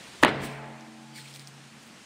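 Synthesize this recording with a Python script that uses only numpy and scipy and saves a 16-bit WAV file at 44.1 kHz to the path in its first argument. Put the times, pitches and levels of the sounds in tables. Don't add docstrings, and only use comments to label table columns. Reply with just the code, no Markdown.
import sys
import numpy as np
from scipy import signal
from scipy.fft import rfft, irfft
from scipy.io import wavfile
from scipy.ndimage import uniform_filter1d

SR = 44100
rng = np.random.default_rng(int(sys.argv[2]) if len(sys.argv) > 2 else 0)


def convert_level_to_amplitude(level_db):
    exponent = np.asarray(level_db, float) / 20
    return 10 ** exponent


def generate_wav(sig):
    pcm = np.round(np.clip(np.atleast_2d(sig).T, -1, 1) * 32767).astype(np.int16)
    wavfile.write(sys.argv[1], SR, pcm)


N = 90404
T = np.arange(N) / SR
SLAM_S = .229
SINCE_SLAM = np.maximum(T - SLAM_S, 0)


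def evened(x):
    return x / np.sqrt(np.mean(x ** 2) + 1e-20)


def read(points, hz):
    f, value = np.transpose(points)
    return np.interp(np.log(hz + 1), np.log(f + 1), value)


def band(x, hz, width_hz):
    turn = np.exp(2j * np.pi * hz * np.arange(len(x)) / SR)
    r = np.exp(-np.pi * width_hz / SR)
    return 2 * (turn * signal.lfilter([1 - r], [1, -r], x / turn)).real


def resonant_hiss(hiss, hz, width_hz):
    once = band(hiss, hz, width_hz)
    return evened(band(once, hz, width_hz))


def hump(middle, rise, fall):
    return np.exp(-((T - middle) / np.where(T < middle, rise, fall)) ** 2)


def wander(size, passes=1):
    x = rng.standard_normal(N)
    for _ in range(passes):
        x = uniform_filter1d(x, size=size)
    return evened(x)


def noise(colour, size, patchy_db, t60=None):
    hop, hz = size // 4, np.fft.rfftfreq(size, 1 / SR)
    a, b, patches = rng.standard_normal((N // hop + 5, len(hz), 3)).T
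    patches = uniform_filter1d(patches, size // 64, 0)
    patches = evened(uniform_filter1d(patches, 8192 // size, 1))
    z = (a + 1j * b) * convert_level_to_amplitude(read(colour, hz)[:, None] + patchy_db * patches)
    steady = signal.istft(z, nperseg=size, noverlap=size - hop)[1]
    scale = np.sqrt(np.mean(steady ** 2))
    if t60 is not None:
        late = np.maximum(np.arange(z.shape[1]) * hop / SR - SLAM_S, 0)
        z = z * convert_level_to_amplitude(-60 * late / read(t60, hz)[:, None])
    return signal.istft(z, nperseg=size, noverlap=size - hop)[1][:N] / scale


def knocks(rows, snap_db, growth):
    hiss, edges, out = rng.standard_normal(N), np.zeros(N), np.zeros(N)
    for s, db, hz, ring in rows:
        out += convert_level_to_amplitude(db) * hump(s, ring, 1.2 * ring) * np.cos(2 * np.pi * hz * (T - s))
        snap_s = min(.0008, ring)
        edges += convert_level_to_amplitude(growth * db + snap_db) * hump(s, snap_s, snap_s) * hiss
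    edge_band = signal.butter(3, [2500, 9500], "band", fs=SR, output="sos")
    return out + signal.sosfilt(edge_band, edges)


# frequency in Hz, level in dB.
HUSH_COLOUR = [(90, -4.5), (200, 4), (400, -5.5), (2500, -7.5), (6300, -13.5), (8800, -15.5), (11500, -28),
               (15500, -34)]


def street_hush():
    drop_db, quick_db, recover_s, creep_db_per_s = -5, -10.5, 0.34, 0.92
    duck_db = drop_db + quick_db * np.exp(-SINCE_SLAM / recover_s) + creep_db_per_s * SINCE_SLAM
    duck_db = duck_db * (1 - np.exp(-SINCE_SLAM / .01))
    return convert_level_to_amplitude(-47.5) * noise(HUSH_COLOUR, size=1024, patchy_db=0.98) * convert_level_to_amplitude(duck_db)


def gust():
    middle_s, length_s = 0.62, 0.13
    rumble = resonant_hiss(rng.standard_normal(N), 55, 25)
    return convert_level_to_amplitude(-55) * hump(middle_s, length_s, length_s) * rumble


# peak in seconds, level in dB, pitch in Hz, ring in seconds.
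GRIT_TICKS = [
    (.809, -43, 5500, 0.00043),
    (1.329, -41, 4860, .0004),
    (1.340, -38, 4800, 0.00056),
    (1.351, -37, 4100, 0.00021),
    (1.361, -35, 3900, 0.00035),
    (1.3960, -33, 4800, 0.00033),
    (1.4737, -32.5, 5270, 0.00022),
    (1.479, -47, 8700, 0.00054),
]


def grit_ticks():
    return knocks(GRIT_TICKS, snap_db=-0.5, growth=1)


# middle in seconds, level in dB, pitch in Hz, length in seconds.
SOLE_SQUEAKS = [
    (1.14, -59, 3050, 0.0093),
    (1.166, -53, 2190, 0.014),
    (1.17, -53.5, 4530, 0.034),
    (1.188, -48, 1860, 0.0093),
    (1.21, -51.5, 4230, .018),
    (1.261, -45.5, 2410, 0.0035),
]


def sole_squeaks():
    hiss, out = rng.standard_normal(N), np.zeros(N)
    for s, db, hz, length in SOLE_SQUEAKS:
        out += convert_level_to_amplitude(db) * hump(s, length, length) * resonant_hiss(hiss, hz, 400)
    return out


# middle in seconds, level in dB,
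# rise in seconds, fall in seconds, brightness in dB per octave (played 4.3 times as steep).
DRAGS = [(.12, -54, 0.37, 0.18, 0.5), (0.226, -36.5, 0.0033, 0.016, 4.5), (.232, -23, 0.0035, 0.0074, -1),
         (.228, -35.5, 0.0012, .002, 2), (.36, -43.5, 0.047, 0.051, -1.33),
         (.262, -35, 0.0068, 0.021, -1.5), (0.283, -33.5, 0.011, 0.019, -1),
         (0.454, -42.5, 0.032, 0.018, 2.5), (0.488, -52, 0.031, 0.09, 1), (.41, -46, 0.012, 0.0076, -1.5),
         (.45, -35.5, 0.038, 0.031, -2), (1.17, -47, 0.023, 0.051, 1.5), (1.27, -51, 0.044, 0.094, 1),
         (1.36, -48.5, 0.018, 0.017, 2), (1.405, -53.5, 0.014, 0.029, 1.5),
         (1.477, -52.5, 0.0065, 0.013, 2.5), (1.83, -56.5, 0.0097, 0.01, 1.5),
         (1.87, -57, 0.013, 0.016, 3.5)]
# frequency in Hz, level in dB.
GRIT_COLOUR = [(300, 1), (1200, -3.5), (2000, 11), (4300, 4.5), (6500, -6), (8800, -2), (11500, -23.5),
               (15000, -18)]


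def scuffs():
    grains = convert_level_to_amplitude(2.1 * wander(40))
    grit = rfft(noise(GRIT_COLOUR, size=256, patchy_db=1.5) * grains)
    octaves = np.log2(np.fft.rfftfreq(N, 1 / SR) / 4000 + 0.03)
    out = np.zeros(N)
    for middle, db, rise, fall, bright_db in DRAGS:
        tilted = irfft(grit * convert_level_to_amplitude(4.3 * bright_db * octaves), N)
        out += convert_level_to_amplitude(db) * hump(middle, rise, fall) * evened(tilted)
    return out


# frequency in Hz, level in dB.
FAR_COLOUR = [(100, 7), (250, 3.5), (800, -2), (2000, -4), (4000, -18), (8000, -36), (12000, -55)]
# frequency in Hz, t60 in seconds.
FAR_DECAY = [(60, 0.5), (300, 1.33), (1000, 1.53), (2500, 1.78), (6000, 0.91)]


def far_echo():
    tail = noise(FAR_COLOUR, size=512, patchy_db=2.0, t60=FAR_DECAY)
    return convert_level_to_amplitude(-28) * tail * (1 - np.exp(-SINCE_SLAM / 0.042))


# frequency in Hz, level in dB.
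NEAR_COLOUR = [(100, -39), (300, 6), (800, 0.5), (1800, 1), (4000, -9.5), (6000, -44), (9000, -40),
               (12000, -44)]
# frequency in Hz, t60 in seconds.
NEAR_DECAY = [(100, 0.51), (400, 0.39), (1500, 0.29), (5000, 0.29), (12000, 0.04)]


def near_echo():
    lumps = convert_level_to_amplitude(1.0 * wander(120))
    tail = noise(NEAR_COLOUR, size=256, patchy_db=2.0, t60=NEAR_DECAY)
    return convert_level_to_amplitude(-18.5) * lumps * tail * (1 - np.exp(-(SINCE_SLAM / 0.004) ** 2))


# frequency in Hz, level in dB, t60 in seconds,
# beat rate in Hz, moment in seconds when the beat is loudest.
CARCASS_MODES = [(139.1, -35, 5.5, 0.92, 0.37), (225, -40.5, 6.24, 1.0, 0.94), (316, -46, 5.44, 0.88, 1),
                 (432, -39, 1.47, 0.27, 0.45), (537, -39, 0.51, .5, 0.12), (618, -41.5, 1.8, 0.21, 1),
                 (684, -42.5, 2.2, 0.34, 0.76), (765, -46.5, 3.44, 0.43, 0.9), (860, -44.5, 3.1, 0.76, 1),
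                 (862, -45.5, 3, 0.5, 0.93), (927, -43.5, 1.7, 0.74, 0.69), (1030, -47, 2.3, 0.66, 0.7)]


def carcass():
    beat_depth, rise_s, waver_db_per_khz = .72, .012, 2.6
    out = np.zeros(N)
    for hz, db, t60, beat_hz, loudest in CARCASS_MODES:
        twin = (1 + beat_depth * np.exp(2j * np.pi * beat_hz * (T - loudest))) / (1 + beat_depth)
        tone = np.exp(2j * np.pi * (hz - beat_hz / 2) * SINCE_SLAM)
        waver_db = waver_db_per_khz * hz / 1000 * wander(2500, passes=2)
        out += convert_level_to_amplitude(db - 60 * SINCE_SLAM / t60 + waver_db) * (twin * tone).imag
    return out * (1 - np.exp(-SINCE_SLAM / rise_s))


# peak in seconds, level in dB, pitch in Hz, ring in seconds.
AIR_THUMPS = [
    (.2380, -13.5, 304, 0.0045),
    (.2540, -20.5, 242, .008),
    (0.23, -37, 75, 0.022),
    (0.451, -33, 226, .012),
    (.4000, -38.5, 420, 0.013),
    (.285, -31, 327, 0.0085),
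    (.365, -37, 240, 0.011),
    (.445, -35, 285, 0.008),
    (.41, -37.5, 195, 0.02),
    (.250, -28, 149, 0.013),
]


def air_thumps():
    return knocks(AIR_THUMPS, snap_db=-24, growth=2.2)


# peak in seconds, level in dB, pitch in Hz, ring in seconds.
SIDEWALL_SLAPS = [(.2290, -12, 1000, .0007), (.2323, -9, 650, .0010), (.2353, -3, 1790, .0011),
                  (.2345, -6, 1150, .0007), (.2359, -6, 2500, .0005), (.2350, -12, 3800, .0005),
                  (.2418, -17, 1900, .0015), (.2488, -2, 850, .0006), (.2487, -6, 2700, .0004),
                  (.2520, -14, 600, .001), (.2572, -12, 1500, .0006), (.2813, -11, 1400, .0004)]


def sidewall_slaps():
    return knocks(SIDEWALL_SLAPS, snap_db=-16, growth=2.15)


def scene():
    background = street_hush() + gust()
    feet = grit_ticks() + sole_squeaks() + scuffs()
    tyre = far_echo() + near_echo() + carcass() + air_thumps() + sidewall_slaps()
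    return (background + feet + tyre)[None]


def band_limit(x):
    return signal.sosfilt(signal.butter(12, 15850, fs=SR, output="sos"), x)


def record(dry):
    overload, bass_cut_hz, edge_hz = .72, 110, 15700
    thin = signal.sosfilt(signal.butter(2, bass_cut_hz, "high", fs=SR, output="sos"), dry)
    held = thin / (1 + abs(thin / overload) ** 4) ** .25
    treble_limit = signal.firwin(255, edge_hz, window=("kaiser", 8), fs=SR)
    finished = signal.oaconvolve(held, treble_limit[None], "same")
    return band_limit(finished)


dry = scene()
out = record(dry)
generate_wav(out)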